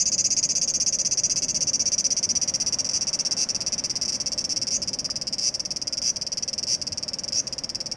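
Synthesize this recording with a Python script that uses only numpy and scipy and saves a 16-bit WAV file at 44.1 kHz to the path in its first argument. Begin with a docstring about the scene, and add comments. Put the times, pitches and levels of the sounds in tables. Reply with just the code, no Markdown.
"""Cicada on a window screen

A cicada sings close by, some sixteen or more chirps a second, now and then a longer trill.
Each chirp is a run of clicks from two tymbals buckling in turn, each click exciting damped resonances;
the clicks slow and sink in pitch as the insect tires. The window recess adds echoes and standing waves.
Behind lie filtered-noise traffic rumble, tyre rush and drone, and a few faint narrow-band sounds."""
import sys
import numpy as np
from scipy import signal
from scipy.fft import rfft, irfft, next_fast_len
from scipy.io import wavfile

SR = 44100
rng = np.random.default_rng(int(sys.argv[2]) if len(sys.argv) > 2 else 0)


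def dump_mix(stems):
    """Bounce the given channels to the path in sys.argv[1] as a 16-bit WAV at rate SR."""
    frames = np.atleast_2d(stems).T  # one column per channel
    limited = np.clip(frames, -1, 1)  # hard clip at full scale
    pcm = np.round(limited * 32767).astype(np.int16)
    wavfile.write(sys.argv[1], SR, pcm)


N = 351036

# spectrum of the distant traffic rumble: frequency_hz, relative_db
RUMBLE_SPECTRUM = [(20, -12), (70, -8.5), (95, -2.5), (115, -1), (160, 0), (215, 1.5), (310, -3),
                   (420, -10), (600, -24), (1000, -88)]
# swell and fade of that rumble: time_s, level_db (before an overall gain)
RUMBLE_LEVEL = [(0.0, -47.5), (0.51, -45), (0.95, -47.5), (1.51, -43.5), (2.13, -46.5), (2.37, -44.5),
                (2.77, -45.5), (3.94, -46), (4.86, -44.5), (5.14, -47.5), (6.47, -49.5), (6.78, -47.5),
                (7.96, -48)]
# spectrum of the tyre rush: frequency_hz, relative_db
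TYRE_SPECTRUM = [(300, -9), (700, 3.5), (950, 1), (1300, -2.5), (2000, -3.5), (3500, -13.5), (8000, -29),
                 (11000, -40), (11900, -50)]
# far cars passing: nearest_s, stays_near_s, tyre_rush_db
CAR_PASSES = [(3.3, 0.86, -49), (7.35, 0.37, -54)]
# resonances of a steady far drone: frequency_hz, width_hz, relative_db
DRONE_MODES = [(541.8, 34, 4), (596.6, 28, 2)]
# faint tick, two thuds and far squeaks: centre_s, length_s, frequency_hz, width_hz, level_db
SMALL_SOUNDS = [(5.094, 0.012, 1290, 800, -42), (5.987, 0.3, 1403, 40, -58.5),
                (6.93, 0.058, 95.6, 111, -40), (7.34, 0.077, 120, 59.9, -42), (4.296, .07, 7560, 252, -59),
                (4.39, .09, 7780, 300, -61)]
# echoes from the screen, the pane and the frame: delay_s, gain (ratio)
WINDOW_ECHOES = [(.00103, 0.34), (.00183, 0.29), (.00342, 0.52)]
# standing waves of the window recess: frequency_hz, width_hz, gain_db
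RECESS_MODES = [(2040, 40, 0), (2680, 70, 0), (2960, 70, -2), (4660, 50, -3), (4866, 45, 0), (4965, 45, 0),
                (5290, 55, -1), (5440, 50, -1), (5551, 40, 0), (5848, 60, 0), (6066, 40, -1), (6286, 45, 2),
                (6400, 45, -1), (6577, 55, -2), (6831, 50, -3)]
# how the hollow abdomen radiates a click: frequency_hz, gain_db
ABDOMEN_RADIATION = [(500, -38), (1900, -15), (2300, -7), (2700, -7.5), (3100, 0.5), (3800, -20),
                     (4300, -5.5), (4900, 2), (5800, 2.5), (6700, 2.5), (7500, 0), (9000, -6.5),
                     (11300, -13.5), (12100, -43.5)]
# resonances of the body and its air cavity, rung by every click: frequency_hz, decay_s, relative_db
BODY_MODES = [(2700, .00035, -17), (4950, .0005, -12)]
# the insect tires as it sings: time_s, effort (0-1)
SINGING_EFFORT = [(0, 1), (1.4, .87), (2.2, .73), (2.8, .68), (3.5, .5), (4.4, .43), (5.1, .2), (6.5, .09),
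                  (8, 0)]

# Laws of effort: value when spent, value when fresh (both in the unit named), power of effort (no unit)
# buckling rate of each tymbal [clicks per s]
CLICK_RATE_LAW = (124, 168, 2.1)
# lag of the second tymbal behind the first [cycles]
TYMBAL_LAG_LAW = (.76, .57, 1.2)
# length of a regular chirp [s]
CHIRP_LENGTH_LAW = (.012, .033, 1.05)
# level of a chirp [dB, before an overall click gain]
CHIRP_LEVEL_LAW = (-24.5, -20, 0.6)
# nominal pitch at the opening of a chirp [Hz, before the tuning ratio]
OPENING_PITCH_LAW = (5520, 5810, 1.1)
# nominal pitch climb within a chirp, steep only at high effort [Hz, before the tuning ratio]
PITCH_CLIMB_LAW = (70, 840, 3.5)

# runs of evenly spaced chirps: start_s, period_s, count (chirps)
CHIRP_RUNS = [(-.0057, 0.062, 15), (0.9252, 0.062, 12), (1.6707, 0.062, 19), (3.0101, 0.06, 6),
              (3.489, .0583, 10), (4.142, 0.059, 5), (4.5616, 0.054, 3), (4.8189, .0564, 11),
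              (5.5413, 0.055, 7), (5.9256, .046, 3), (6.1602, .053, 7), (6.5305, .049, 3),
              (6.8155, .053, 8), (7.236, .0435, 3), (7.47, .0556, 9)]
# off-beat chirps, where the rhythm stumbles: start_s, length_s, accent_db (over a regular chirp)
OFF_BEAT_CHIRPS = [(2.8454, .011, -1.5), (2.863, 0.0084, -5), (2.89, .012, 0), (2.9126, .007, -4),
                   (4.051, .013, -1.5), (4.08, 0.0222, 1.3), (4.122, .013, -2.5), (4.407, .009, -4),
                   (4.4418, .014, 0.5), (4.493, .038, -1)]
# trills, longer chirps that close most phrases:
# start_s, length_s, accent_db (over a regular chirp), nominal_climb_hz
LONG_TRILLS = [(2.934, .043, .2, 390), (3.3674, 0.073, 0, 151), (4.707, .063, 0.1, 738),
               (5.4077, 0.086, 0.1, 270), (6.0374, 0.066, 1.1, 400), (6.6693, 0.082, .9, 240),
               (7.3422, .064, 1, 520)]

# standard deviations from chirp to chirp; the rate's is a fraction
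LENGTH_SCATTER_S, LEVEL_SCATTER_DB, RATE_SCATTER = .0012, 0.43, .025
TOP_HZ = 12230  # upper band limit


def amp(db):
    """Level to amplitude: 20 dB is a factor of ten."""
    return 10 ** (np.asarray(db) / 20)


def curve(points, s):
    """Linear interpolation of a (time, value) table at the times s."""
    knots, values = np.transpose(points)
    return np.interp(s, knots, values)


def spectrum_db(points, hz):
    """Interpolation of a (frequency, dB) table along a logarithmic frequency axis."""
    f, db = np.transpose(points)
    return np.interp(np.log(hz + 1), np.log(f + 1), db)


def filtered(x, response):
    """Linear filtering: the spectrum of x times a complex frequency response."""
    size = next_fast_len(N + SR // 2)
    f = np.fft.rfftfreq(size, 1 / SR)
    return irfft(rfft(x, size) * response(f), size)[:N]


def resonances(modes, f):
    """Superposition of causal second-order resonators, given as (Hz, width Hz, dB)."""
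    return sum(amp(db) * 1j * f * width / (centre ** 2 - f ** 2 + 1j * f * width)
               for centre, width, db in modes)


def minimum_phase(points, size=2048):
    """Minimum phase: folding the cepstrum gives the most compact causal response of a given spectrum."""
    f = np.fft.rfftfreq(size, 1 / SR)
    cepstrum = irfft(np.log(amp(spectrum_db(points, f))))
    cepstrum[1:size // 2] *= 2
    cepstrum[size // 2 + 1:] = 0
    return irfft(np.exp(rfft(cepstrum)))


def noise(response):
    """Subtractive synthesis: white noise through a filter, scaled to rms 1."""
    coloured = filtered(rng.standard_normal(N), response)
    return coloured / np.sqrt(np.mean(coloured ** 2))


def outdoors():
    """Incoherent sources, the traffic rumble, tyre rush, bass and drone, add as independent noises."""
    t = np.arange(N) / SR
    rumble_gain_db, tyres_db, bass_db, drone_db = 1.57, -55.0, -54, -48.5
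    rumble_level = amp(curve(RUMBLE_LEVEL, t) + rumble_gain_db)
    rumble = rumble_level * noise(lambda f: amp(spectrum_db(RUMBLE_SPECTRUM, f)))
    # the power of a passing car's rush falls with the square of its distance
    car_power = sum(amp(db) ** 2 / (1 + ((t - nearest) / near) ** 2) for nearest, near, db in CAR_PASSES)
    tyre_level = np.sqrt(amp(tyres_db) ** 2 + car_power)
    tyres = tyre_level * noise(lambda f: amp(spectrum_db(TYRE_SPECTRUM, f)))
    bass = amp(bass_db) * noise(lambda f: resonances([(58, 75, 0)], f))  # Hz, width Hz, dB
    drone = amp(drone_db) * noise(lambda f: resonances(DRONE_MODES, f))
    # distance takes the treble out of the low sounds, by half at 2000 Hz
    low = filtered(rumble + bass + drone, lambda f: 1 / (1 + (f / 2000) ** 2))
    return tyres + low


def small_sounds():
    """Narrow-band noise: each small sound is a resonance under a half-cosine swell."""
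    t = np.arange(N) / SR
    out = np.zeros(N)
    for centre, length, hz, width, db in SMALL_SOUNDS:
        swell = np.cos(np.pi * np.clip((t - centre) / length, -.5, .5))
        # squaring the response steepens the sides of the band
        out += amp(db) * swell * noise(lambda f: resonances([(hz, width, 0)], f) ** 2)
    return out


def reverb(x, t60, onset):
    """Diffuse reverberation: decaying noise tails of energy 1 that shift as the microphone drifts."""
    hop = SR // 3
    t = np.arange(hop) / SR
    # overlapping half-sine fades keep the summed power constant
    fade = np.sin(np.pi * np.arange(2 * hop) / (2 * hop))
    padded = np.pad(x, (hop, SR))
    out = np.zeros(len(padded) + SR)
    for i in range(0, N + hop, hop):
        build_up = 1 - np.exp(-(t / onset) ** 2)
        tail = rng.standard_normal(hop) * amp(-60 * t / t60) * build_up
        tail /= np.linalg.norm(tail)
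        wet = signal.fftconvolve(padded[i:i + 2 * hop] * fade, tail)
        out[i:i + len(wet)] += wet
    return out[hop:hop + N]


def window(song):
    """Reflection and resonance: surfaces echo the song, the recess rings on, the room answers faintly."""
    scatter_db, room_db = -1.0, -17

    def near_response(f):
        """Superposition of the direct sound, its delayed echoes and the standing waves."""
        echoes = sum(gain * np.exp(-2j * np.pi * f * delay) for delay, gain in WINDOW_ECHOES)
        return 1 + echoes + resonances(RECESS_MODES, f)

    near = filtered(song, near_response)
    scatter = amp(scatter_db) * reverb(song, t60=0.049, onset=0.002)
    room = amp(room_db) * reverb(song, t60=0.5, onset=0.024)
    return near + scatter + room


def by_effort(law, s):
    """Power law of muscular effort: a quantity between its spent and fresh values at time s."""
    spent, fresh, power = law
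    effort = max(curve(SINGING_EFFORT, s), 1e-6)
    return spent + (fresh - spent) * effort ** power


def phrases():
    """Rhythm as periodic runs, stumbles and trills: rows start_s, length_s, accent_db, nominal_climb_hz."""
    rows = []
    for start, period, count in CHIRP_RUNS:
        for k in range(round(count)):
            s = start + k * period
            length = by_effort(CHIRP_LENGTH_LAW, s) + LENGTH_SCATTER_S * rng.standard_normal()
            accent_db = LEVEL_SCATTER_DB * rng.standard_normal()
            rows.append((s, length, accent_db, by_effort(PITCH_CLIMB_LAW, s)))
    for s, length, accent_db in OFF_BEAT_CHIRPS:
        rows.append((s, length, accent_db, by_effort(PITCH_CLIMB_LAW, s)))
    return rows + list(LONG_TRILLS)


def chirp(start, length, accent_db, climb_hz):
    """Alternate buckling of two tymbals under rising tension: rows time_s, level_db, nominal_pitch_hz."""
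    jitter_s, click_scatter_db = .00017, .5
    rate = by_effort(CLICK_RATE_LAW, start) * (1 + RATE_SCATTER * rng.standard_normal())
    lag = by_effort(TYMBAL_LAG_LAW, start)
    k = np.arange(44)  # more clicks than the longest trill needs
    # even clicks are the first tymbal, odd ones the second; neither is quite on the beat
    t = (k // 2 + k % 2 * lag) / rate
    t = t + jitter_s * (k > 0) * rng.standard_normal(len(k))
    # the abdomen tightens from 11 to 65 % of the chirp and the pitch climbs
    tension = np.clip((t / length - 0.11) / (0.65 - 0.11), 0, 1)
    pitch = by_effort(OPENING_PITCH_LAW, start) + climb_hz * tension
    # chirps up to 25 ms stay level; beyond that they swell by 110 dB per second of extra length
    swell_db = 110 * max(length - .025, 0)
    level = by_effort(CHIRP_LEVEL_LAW, start) + accent_db + swell_db * (tension - .5)
    level = level + click_scatter_db * rng.standard_normal(len(k))
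    # clicks in the last 3 ms are softer, by up to 2 dB, as the muscle lets go; none falls in the last 1 ms
    level = level - 3 * np.clip(1 - (length - t) / 0.003, 0, 1)
    sounding = (t < length - .001) & (start + t >= 0)
    return np.transpose([start + t, level, pitch])[sounding]


def ring(hz, decay):
    """Damped oscillation: a few milliseconds of a sine whose envelope peaks after its decay time."""
    t = np.arange(SR // 150) / SR
    envelope = t / decay * np.exp(1 - t / decay)
    return envelope * np.sin(2 * np.pi * np.reshape(hz, (-1, 1)) * t)


def cicada():
    """Impulsive excitation: every buckle cracks, rings the tymbal and rings the body behind it."""
    tuning, pitch_scatter = 0.98, 0.017  # ratio to nominal pitch, fraction from click to click
    crack_db, slack_db, click_gain_db = 6, 1.5, 2
    s, db, nominal_hz = np.vstack([chirp(*row) for row in phrases()]).T
    hz = nominal_hz * tuning * (1 + pitch_scatter * rng.standard_normal(len(s)))
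    tymbal = ring(hz, decay=0.00036)
    body = sum(amp(level) * ring(mode_hz, decay) for mode_hz, decay, level in BODY_MODES)
    clicks = tymbal + body
    # a slacker, lower tymbal gives more crack for its ring; the crack is a single sample
    tightness = (hz - hz.mean()) / hz.std()
    clicks[:, 0] += amp(crack_db - slack_db * tightness)
    clicks *= amp(db + click_gain_db)[:, None]
    # add each click into the train at its own time
    where = np.round(s * SR).astype(int)[:, None] + np.arange(clicks.shape[1])
    train = np.bincount(where.ravel(), clicks.ravel(), N)[:N]
    return signal.fftconvolve(train, minimum_phase(ABDOMEN_RADIATION))[:N]


def scene():
    """Superposition of the outdoor background, the small sounds and the cicada at its window."""
    return (outdoors() + small_sounds() + window(cicada()))[None]


def record(dry):
    """Band limiting: nothing passes at or above the top frequency."""
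    return filtered(dry[0], lambda f: f < TOP_HZ)[None]


dry = scene()
out = record(dry)
dump_mix(out)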